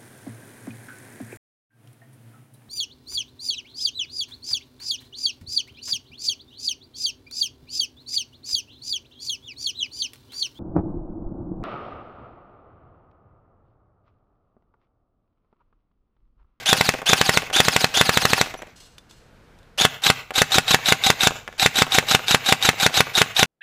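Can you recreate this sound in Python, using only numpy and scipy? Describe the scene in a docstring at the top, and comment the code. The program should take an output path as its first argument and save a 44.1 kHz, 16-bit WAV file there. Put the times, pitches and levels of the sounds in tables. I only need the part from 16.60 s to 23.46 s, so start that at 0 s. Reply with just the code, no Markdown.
"""Rattling bursts from an electric airsoft rifle a couple of metres away in a walled yard, a pause, then
single shots. In each cycle the motor whines and the gears grind as they wind the spring, the nozzle
clacks, and the piston slams home, exciting the modes of the body. Pellets tick on a target, kit rustles
in the pause, and the yard reflects it all over light wind and distant town.
The slams overload the microphone."""
import sys
import numpy as np
from scipy import signal
from scipy.fft import rfft, irfft
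from scipy.io import wavfile
from scipy.ndimage import map_coordinates

SR = 44100
rng = np.random.default_rng(int(sys.argv[2]) if len(sys.argv) > 2 else 0)


def wrap_up_sound(samples):
    """Save the sound to the file named by the first command line argument, as 16-bit audio."""
    columns = np.atleast_2d(samples).T
    # keep every value between -1 and 1, then stretch to whole-number steps
    tamed = np.clip(columns, -1, 1)
    steps = np.round(tamed * 32767).astype(np.int16)
    wavfile.write(sys.argv[1], SR, steps)


N = 302481
LEAD = SR // 4  # samples before t = 0: firing is already under way
SPAN = LEAD + N
MS = SR / 1000  # samples per ms
CYCLE_MS = np.arange(-4410, 4410) / MS  # time about a slam
AFTER_MS = CYCLE_MS[CYCLE_MS >= 0]


# Gearbox cycles, keyed settings (_ms: t/ms, _db: level/dB, wobble: fraction of speed).
# A burst starts from rest and runs on. Lead-in: a faint noise swells just before the gears bite.
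CYCLES = {
    "from rest": dict(lead_in_ms=4.3, lead_in_db=-6, whine_db=-22.5, ease_db=-5.5, overtone_db=-1,
                      grind_db=-23.5, catch_db=0.5, drag_db=6, coast_ms=110, wobble=0.0098,
                      clack_db=-14, clack_lead_ms=39.8, slam_db=-3.5),
    "running": dict(lead_in_ms=46, lead_in_db=-1.5, whine_db=-30.5, ease_db=0, overtone_db=-1,
                    grind_db=-31, catch_db=-4, drag_db=8.5, coast_ms=390, wobble=0.033,
                    clack_db=-24.5, clack_lead_ms=27, slam_db=-6),
    "single": dict(lead_in_ms=18.4, lead_in_db=-6, whine_db=-25.5, ease_db=0, overtone_db=-0.45,
                   grind_db=-24, catch_db=3.5, drag_db=9, coast_ms=110, wobble=.005,
                   clack_db=-15, slam_db=-3.8)}
# Trigger pulls: first slam t/s, number of shots, pellet level/dB
BURSTS = [(0.13, 3, -4), (0.5327, 4, -3.5), (1.003, 4, -18.5), (1.4125, 6, -7), (3.2515, 1, -17)]
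# Single shots: slam t/s, pinion bite level/dB, clack lead t/ms, pellet level/dB
SINGLES = [(3.5013, -14, 37, -11), (3.8185, -31, 38, -18), (3.9839, -8.5, 26.4, -15.5),
           (4.1452, -10, 37, -16), (4.3231, -6.5, 36, -16), (4.5025, -7, 37.4, -7), (4.672, -6.5, 40, -7.5),
           (5.0614, -8, 34, -11), (5.2209, -20, 38.5, -11.5), (5.3852, -7, 40, -11), (5.549, -27, 37, -24),
           (5.7466, -7.5, 36, -20), (5.9247, -14, 38, -14), (6.0902, -6, 39, -10), (6.2643, -11, 34, -14),
           (6.4059, -20, 29, -7), (6.6167, -5, 38, -11), (6.8299, -9, 36, -16)]

def shots(period_s=.08, late_s=.0008):
    """Periodic impacts under a held trigger. Rows: slam t/s, cycle, clack lead t/ms, pellet level/dB."""
    rows = [(-.06, "running", CYCLES["running"]["clack_lead_ms"], BURSTS[0][2])]  # still echoing at t = 0
    for first, count, pellet_db in BURSTS:
        for k in range(count):
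            kind = "running" if k else "from rest"
            s = first + k * period_s + late_s * (k > 0)
            rows.append((s, kind, CYCLES[kind]["clack_lead_ms"], pellet_db))
    return rows + [(s, "single", lead_ms, pellet_db) for s, _, lead_ms, pellet_db in SINGLES]


# Spectra of gear grind, nozzle clack and hard impact: f/Hz, relative level/dB
GRIND = [(60, -35), (300, -11), (620, -5.5), (775, 2.5), (950, -4), (1200, -4), (1550, 1.5), (1850, -4),
         (2500, 0.5), (3200, 0.5), (4700, -3), (7400, -10), (9000, -13.5), (15000, -20.5)]
CLACK = [(50, -3.5), (150, 12.5), (350, 4.5), (800, -6.5), (1600, 10), (3000, -13.5), (5000, -15.5),
         (6500, 11), (9000, -28.5), (15000, -31.5)]
CRACK = [(200, -16), (1000, -6.5), (2600, 1), (4400, -3), (5800, -5), (7200, -5.5), (9000, -13),
         (15000, -18.5)]

def rifle(crack_db=-6, ring_db=-27, rattle_db=-25, ring_lag_ms=1.6, uneven_db=-0.14):
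    """Source and resonator: winding, clack and slam excite the pinion, shell and body at each shot."""
    whines, grinds, clacks, pops, cracks, blows = np.zeros((6, SPAN))
    for s, kind, lead_ms, _ in shots():
        start = s + CYCLE_MS[0] / 1000
        force = undb(CYCLES[kind]["slam_db"] + uneven_db * rng.standard_normal())
        whine, grind = gears(kind)
        add(whines, whine, start)
        add(grinds, grind, start)
        add(clacks, undb(CYCLES[kind]["clack_db"]) * nozzle(), start - lead_ms / 1000)
        add(pops, force * slam(), start)
        add(cracks, force * piston_crack(), start)
        add(blows, np.array([force]), s + ring_lag_ms / 1000)
    pinion = resonate(whines, hz=3626, width_hz=600, db=2.5) + pinion_bites()
    shell = resonate(colour(grinds, GRIND), hz=787, width_hz=26, db=1)
    ring = signal.oaconvolve(blows + undb(rattle_db) * clacks, body_ring())[:SPAN]
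    impacts = pops + colour(clacks, CLACK) + undb(crack_db) * colour(cracks, CRACK)
    return pinion + shell + impacts + undb(ring_db) * ring


def slam(pop_hz=2350, pop_db=3, closing_ms=3.02, peak_ms=1.135, sweep_ms=1.202, sink_ms=4,
         thump_hz=150, thump_db=-11, thump_ms=3.13, scatter=0.066, radiate_hz=55):
    """Compression: an air pop rises in pitch as the piston closes its cushion, over a low thump."""
    ms = CYCLE_MS - peak_ms
    hz = pop_hz * np.exp(np.where(ms < 0, ms / sweep_ms, -ms / sink_ms)) * (ms > -closing_ms)
    phase = 2 * np.pi * np.cumsum(hz) * (1 + scatter * rng.standard_normal()) / SR
    pop = -np.sin(phase) * swell(ms, rise=3.8, t60=6)
    thump = tone(thump_hz, CYCLE_MS) * np.exp(-np.abs(CYCLE_MS - 1) / thump_ms)
    radiation = signal.butter(1, radiate_hz, "high", fs=SR, output="sos")  # small body, little deep bass
    return signal.sosfilt(radiation, undb(pop_db) * pop + undb(thump_db) * thump)


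def piston_crack():
    """Friction, then impact: the piston scrapes along the cylinder, touches its cushion and hits home."""
    scrape = 0.055 * contact(-CYCLE_MS, 14)
    touch = contact(CYCLE_MS + 0.9, 11)
    home = 2.38 * contact(CYCLE_MS - .7, 11.7)
    return scrape + touch + home


# Modes of the rifle body: f/Hz, relative level/dB, T60/s
BODY_MODES = [(172, 3, 0.047), (252.5, -5.5, 0.18), (473, 16.5, 0.017), (575, -10, 0.027), (770, 5, 0.036),
              (889, 10.5, 0.0075), (1366, -2.5, 0.057), (1473, -4, 0.039), (1437, 18, 0.023),
              (1470, -6.5, 0.052), (1750, -7, .025), (2410, -8, .03), (2620, 9.5, 0.095),
              (2800, -22.5, .03), (4410, -16, .025), (7400, -32, .02)]

def body_ring():
    """Impulse response as a sum of damped modes; neighbouring modes swing in antiphase."""
    t = np.arange(SR // 10) / SR
    return sum((-1) ** k * undb(db) * np.sin(2 * np.pi * hz * t) * fade(t, t60)
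               for k, (hz, db, t60) in enumerate(BODY_MODES))


def nozzle(bounce_ms=1.7):
    """Repeated impact: the nozzle is drawn back with a tick and rattles against its stop."""
    lag_ms = rng.normal(0, 1.0)
    tick = 0.93 * contact(CYCLE_MS + 1.1, 2.9)
    stop = 1.1 * contact(CYCLE_MS + 1, 24)
    bounce = 0.83 * contact(CYCLE_MS - bounce_ms - lag_ms, 24)
    return tick + stop + bounce


# Tooth-mesh harmonics, fundamental first: relative level/dB
MESH_HARMONICS = [0.5, -6.5, -8.5, -21]

def gears(kind, throb=0.36, bite=0.12, bevel_teeth=38, teeth_per_buzz=5, buzz_db=-12):
    """Modulation: teeth whine and grind; an off-centre bevel gear makes the whine throb once a turn."""
    n, cycle = len(CYCLE_MS), CYCLES[kind]
    hz = motor_speed(*MOTOR[kind])
    bevel = np.sin(2 * np.pi * (np.cumsum(hz) / SR / bevel_teeth + rng.random()))
    mesh_hz = hz * (1 + cycle["wobble"] * bevel + .008 * wander(n, 400) + .006 * rng.standard_normal())
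    mesh_phase = 2 * np.pi * np.cumsum(mesh_hz) / SR
    buzz_phase = mesh_phase / teeth_per_buzz  # the motor buzzes twice a turn of its ten-tooth pinion
    whine = sum(undb(db + k * cycle["overtone_db"]) * worn_teeth((k + 1) * mesh_phase, rate_hz=780)
                for k, db in enumerate(MESH_HARMONICS))
    whine = whine * (1 + throb * bevel) + undb(buzz_db) * worn_teeth(buzz_phase, rate_hz=200)
    grind = rng.standard_normal(n) * (1 + bite * np.sin(buzz_phase)) * undb(2 * wander(n, 400))
    whine_gain, grind_gain = gear_load(kind)
    return whine * whine_gain, grind * grind_gain


def worn_teeth(phase, rate_hz):
    """Random modulation broadens a partial: worn teeth meet early or late, hard or soft."""
    error = wander(len(phase), rate_hz) + 1j * wander(len(phase), rate_hz)
    return np.real((.7 + .52 * error) * np.exp(1j * phase))


# Motor, by cycle: winding t/ms, initial mesh f/Hz, mesh f/Hz that the full spring allows
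MOTOR = {"from rest": (71.5, 2550, 3770), "running": (55, 5430, 3480), "single": (64.7, 3660, 3750)}

def motor_speed(wind_ms, start_hz, loaded_hz, sag_hz_per_ms=24, inertia_ms=34):
    """Inertial lag: the mesh rate relaxes towards a limit that sags as the spring tightens."""
    ms = np.maximum(CYCLE_MS, -wind_ms)
    allowed = loaded_hz - sag_hz_per_ms * ms
    return allowed + (start_hz - allowed[0]) * np.exp(-(ms + wind_ms) / inertia_ms)


def gear_load(kind, catch_ms=6, drag_lead_ms=33, drag_ms=8, ease_lead_ms=25, ease_ms=7,
              whine_rise_ms=2, whine_stop_ms=25, tighten_db=1):
    """Noise follows load: after a faint lead-in, gears catch the piston, drag the nozzle, ease, coast."""
    cycle, wind_ms = CYCLES[kind], MOTOR[kind][0]
    age, after = np.maximum(CYCLE_MS + wind_ms, 0), np.maximum(CYCLE_MS, 0)
    lead_in = np.clip((CYCLE_MS + wind_ms) / cycle["lead_in_ms"] + 1, 0, 1) ** .5
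    catch = cycle["catch_db"] * np.exp(-age / catch_ms)
    drag = cycle["drag_db"] * np.exp(-((CYCLE_MS + drag_lead_ms) / drag_ms) ** 2)
    ease = cycle["ease_db"] * np.exp(-((CYCLE_MS + ease_lead_ms) / ease_ms) ** 2)
    grind = undb(cycle["grind_db"] + np.where(age > 0, catch + drag, cycle["lead_in_db"])) * lead_in
    onset = 1 - np.exp(-age / whine_rise_ms)
    whine = undb(cycle["whine_db"] + ease + tighten_db * age / wind_ms) * onset
    return whine * fade(after, whine_stop_ms), grind * fade(after, cycle["coast_ms"])


def pinion_bites(ring_hz=3720, ring_ms=24, bite_db=1, clash_db=-10):
    """Free vibration: in a single shot the pinion rings briefly when its teeth catch the load."""
    out = np.zeros(SPAN)
    ring = tone(ring_hz, AFTER_MS) * (fade(AFTER_MS, ring_ms) - fade(AFTER_MS, 2.9))
    for s, db, _, _ in SINGLES:
        clash = undb(clash_db) * colour(contact(AFTER_MS, 4.6), CRACK)
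        add(out, undb(db + bite_db) * (ring + clash), s - MOTOR["single"][0] / 1000)
    return out


# Pellet flight, by cycle: t/s
FLIGHT_S = {"from rest": .209, "running": .2071, "single": .2057}
# Spectrum of a knock on the target: f/Hz, relative level/dB
KNOCK = [(120, -10), (500, -3.5), (1100, -3), (1500, -5), (2200, -9), (3500, -14.5), (8000, -41.5)]

def pellets(knock_db=-2, tick_db=-16, wall_echo=0.16, scatter_db=2.5, repeat_s=.0495, repeat_db=-11.5):
    """Impact and reflection: each pellet lands with a double knock, then a faint, dull wall echo."""
    knocks, ticks = np.zeros((2, SPAN))
    dull_echo = tone(600, AFTER_MS) * fade(AFTER_MS - 11, 6.4)
    for s, kind, _, db in shots():
        lands = s + FLIGHT_S[kind]
        strength = undb(db + CYCLES[kind]["slam_db"] + scatter_db * rng.standard_normal())
        hit = contact(AFTER_MS, 3.4) + 0.51 * contact(AFTER_MS - 3.2, 6.5)
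        # the knock comes back once more, fainter
        for at, gain in ((lands, strength), (lands + repeat_s, strength * undb(repeat_db))):
            add(knocks, gain * (hit + wall_echo * dull_echo), at)
            add(ticks, gain * hit, at)
    return undb(knock_db) * colour(knocks, KNOCK) + undb(tick_db) * colour(ticks, CRACK)


def ping(at_s=1.976):
    """Modal ringing: a stray pellet excites two modes of a small piece of metal."""
    out, t = np.zeros(SPAN), np.arange(SR // 4) / SR
    for hz, db, t60 in ((5920, -45, .11), (11130, -47, .08)):
        add(out, undb(db) * np.sin(2 * np.pi * hz * t) * fade(t, t60), at_s)
    return out


# Kit rubbing along the rifle: t/s, level/dB, T60/s
RUBS = [(2.161, -50, 0.21), (2.204, -51, 0.67), (2.497, -56, 0.65)]
# Modes of the metal parts: f/Hz, relative level/dB
METAL_MODES = [(2842, -69), (2955, -77), (3984, -78), (4264, -69), (5033, -66.5), (6191, -72), (6277, -73),
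               (6912, -74), (7709, -67), (7967, -74), (8274, -75), (8473, -77)]
# Clicks of buckles and fittings: t/s, relative level/dB
FITTINGS = [(2.382, -30), (2.5102, -35.5), (2.988, -45), (3.03, -49)]
# Spectrum of the kit: f/Hz, relative level/dB
KIT = [(1200, -9), (2200, -12), (3300, -4.5), (6000, -8), (9000, -13.5), (15000, -25)]

def handling(click_db=-7, buckle_hz=3550, buckle_db=-13, rub_rise_s=0.0021, metal_db=55):
    """Friction and impact: kit rubs, metal rings and fittings clink as the rifle is lowered and raised."""
    t = np.arange(-LEAD, N) / SR
    rubbing = sum(undb(db) * swell(t - s, rub_rise_s, t60) for s, db, t60 in RUBS)
    metal = sum(undb(db + metal_db) * np.sin(2 * np.pi * (hz * t + rng.random()))
                for hz, db in METAL_MODES)
    friction = rng.standard_normal(SPAN) * undb(2 * wander(SPAN, 70))
    out = rubbing * (friction + metal)
    clink = undb(buckle_db) * tone(buckle_hz, AFTER_MS) * fade(AFTER_MS, 46)
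    for s, db in FITTINGS:
        add(out, undb(db + click_db) * (contact(AFTER_MS, 22) + clink), s)
    return colour(out, KIT)


# Echoes of near clutter, and of far fence and houses: arrival t/ms, relative level/dB, rise t/ms, T60/ms
NEAR_ECHOES = [(5.5, 7.5, 0.5, 32), (22.2, -9, 18, 84)]
FAR_ECHOES = [(45.8, -5.5, 7, 810), (92, 4.5, 44, 230), (290, -11, 62, 190)]
# Their spectra: f/Hz, relative level/dB
NEAR_COLOUR = [(50, -36), (130, 7.5), (300, -8.5), (800, 3), (2500, 1), (4000, -3), (7300, 2.5), (9500, 2),
               (15000, -7)]
FAR_COLOUR = [(50, -23.5), (105, 1.5), (170, -6), (330, -6), (800, -1.5), (2000, -0.5), (2700, 1.5),
              (3700, -5.5), (7300, -4), (8800, -11.5), (15000, 3)]

def yard(x, near_db=-16, far_db=-18, wall_db=-15, wall_hz=900, wall_ms=11.6):
    """Reflection: the wall behind slaps back, clutter scatters, and far echoes shift with the breeze."""
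    delayed = np.pad(x, (int(wall_ms * MS), 0))[:SPAN]
    wall = signal.sosfilt(signal.butter(1, wall_hz, fs=SR, output="sos"), delayed)
    breeze = 1.5 * wander(SPAN, 3)  # crossfade angle between two independent echo clouds
    far = np.cos(breeze) * echoes(x, FAR_ECHOES, FAR_COLOUR)
    far += np.sin(breeze) * echoes(x, FAR_ECHOES, FAR_COLOUR)
    near = echoes(x, NEAR_ECHOES, NEAR_COLOUR)
    return undb(wall_db) * wall + undb(near_db) * near + undb(far_db) * far


def echoes(x, groups, spectrum):
    """Diffuse scattering: groups of reflections build up, die away and add in power."""
    ms = np.arange(SR * 2 // 3) / MS
    power = sum((undb(db) * swell(ms - arrival, rise, t60)) ** 2 for arrival, db, rise, t60 in groups)
    cloud = rng.standard_normal(len(ms)) * np.sqrt(power) * undb(2 * wander(len(ms), 500))
    cloud /= np.sqrt(np.sum(cloud ** 2))
    return signal.oaconvolve(x, colour(cloud, spectrum))[:SPAN]


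# Spectrum of wind and town: f/Hz, relative level/dB
AMBIENT = [(15, -45), (25, -9), (59, -15.5), (77, -18), (109, -15.5), (415, -28), (462, -22), (588, -28),
           (1210, -32), (1540, -29.5), (1810, -34), (3730, -42), (15000, -59)]

def outdoors(level_db=-54, swell_db=2.7):
    """Ambient noise floor: light wind and distant town, slowly swelling."""
    return colour(rng.standard_normal(N), AMBIENT) * undb(level_db + swell_db * wander(N, 2.3))


def undb(db):
    """Amplitude ratio of a level in dB."""
    return 10 ** (np.asarray(db) / 20)


def add(out, x, s):
    """Superposition: mix x into out from time s on."""
    i = LEAD + int(round(s * SR))
    a, b = max(i, 0), min(i + len(x), len(out))
    if b > a:
        out[a:b] += x[a - i:b - i]


def colour(x, points, size=4096):
    """Minimum-phase filter through (f/Hz, level/dB) points; white noise keeps its power."""
    hz, db = np.transpose(points)
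    bins_hz = np.arange(size // 2 + 1) * SR / size
    gain = undb(np.interp(np.log(bins_hz + 1), np.log(hz), db))
    cepstrum = irfft(np.log(gain / np.sqrt(np.mean(gain ** 2))))
    cepstrum[1:size // 2] *= 2
    cepstrum[size // 2 + 1:] = 0
    return signal.oaconvolve(x, irfft(np.exp(rfft(cepstrum))))[:len(x)]


def resonate(drive, hz, width_hz, db):
    """Forced resonance: a part reinforces the drive near its natural frequency."""
    b, a = signal.iirpeak(hz, hz / width_hz, fs=SR)
    return drive + undb(db) * signal.lfilter(b, a, drive)


def wander(n, rate_hz):
    """Smooth random fluctuation with a standard deviation near 1."""
    knots = rng.standard_normal(n // 16 + 4)[:int(n * rate_hz / SR) + 3]
    return map_coordinates(knots, [np.arange(n) * rate_hz / SR], order=3, mode="nearest")


def tone(hz, ms):
    """Simple harmonic motion."""
    return np.sin(2 * np.pi * hz * ms / 1000)


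def fade(t, t60):
    """Exponential decay from t = 0, down 60 dB at t60 (in the unit of t)."""
    return (t >= 0) * np.exp(-np.log(1000) * np.maximum(t, 0) / t60)


def swell(t, rise, t60):
    """Exponential rise to a peak at t = 0, then exponential decay."""
    return np.exp(np.minimum(t, 0) / rise) * fade(np.maximum(t, 0), t60)


def contact(ms, t60_ms):
    """Broadband transient of two hard parts meeting."""
    return rng.standard_normal(len(ms)) * fade(ms, t60_ms)


def scene():
    """Superposition of direct sound, the yard's reflections and ambient noise."""
    direct = rifle() + pellets() + ping() + handling()
    return ((direct + yard(direct))[LEAD:] + outdoors())[None]


def record(dry, knee=3.3, top_hz=15400):
    """Saturation and band limiting: the microphone flattens the slams and cuts the highest treble."""
    held = dry / (1 + np.abs(dry) ** knee) ** (1 / knee)
    return signal.sosfilt(signal.ellip(10, .2, 90, top_hz, fs=SR, output="sos"), held)


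dry = scene()
out = record(dry)
wrap_up_sound(out)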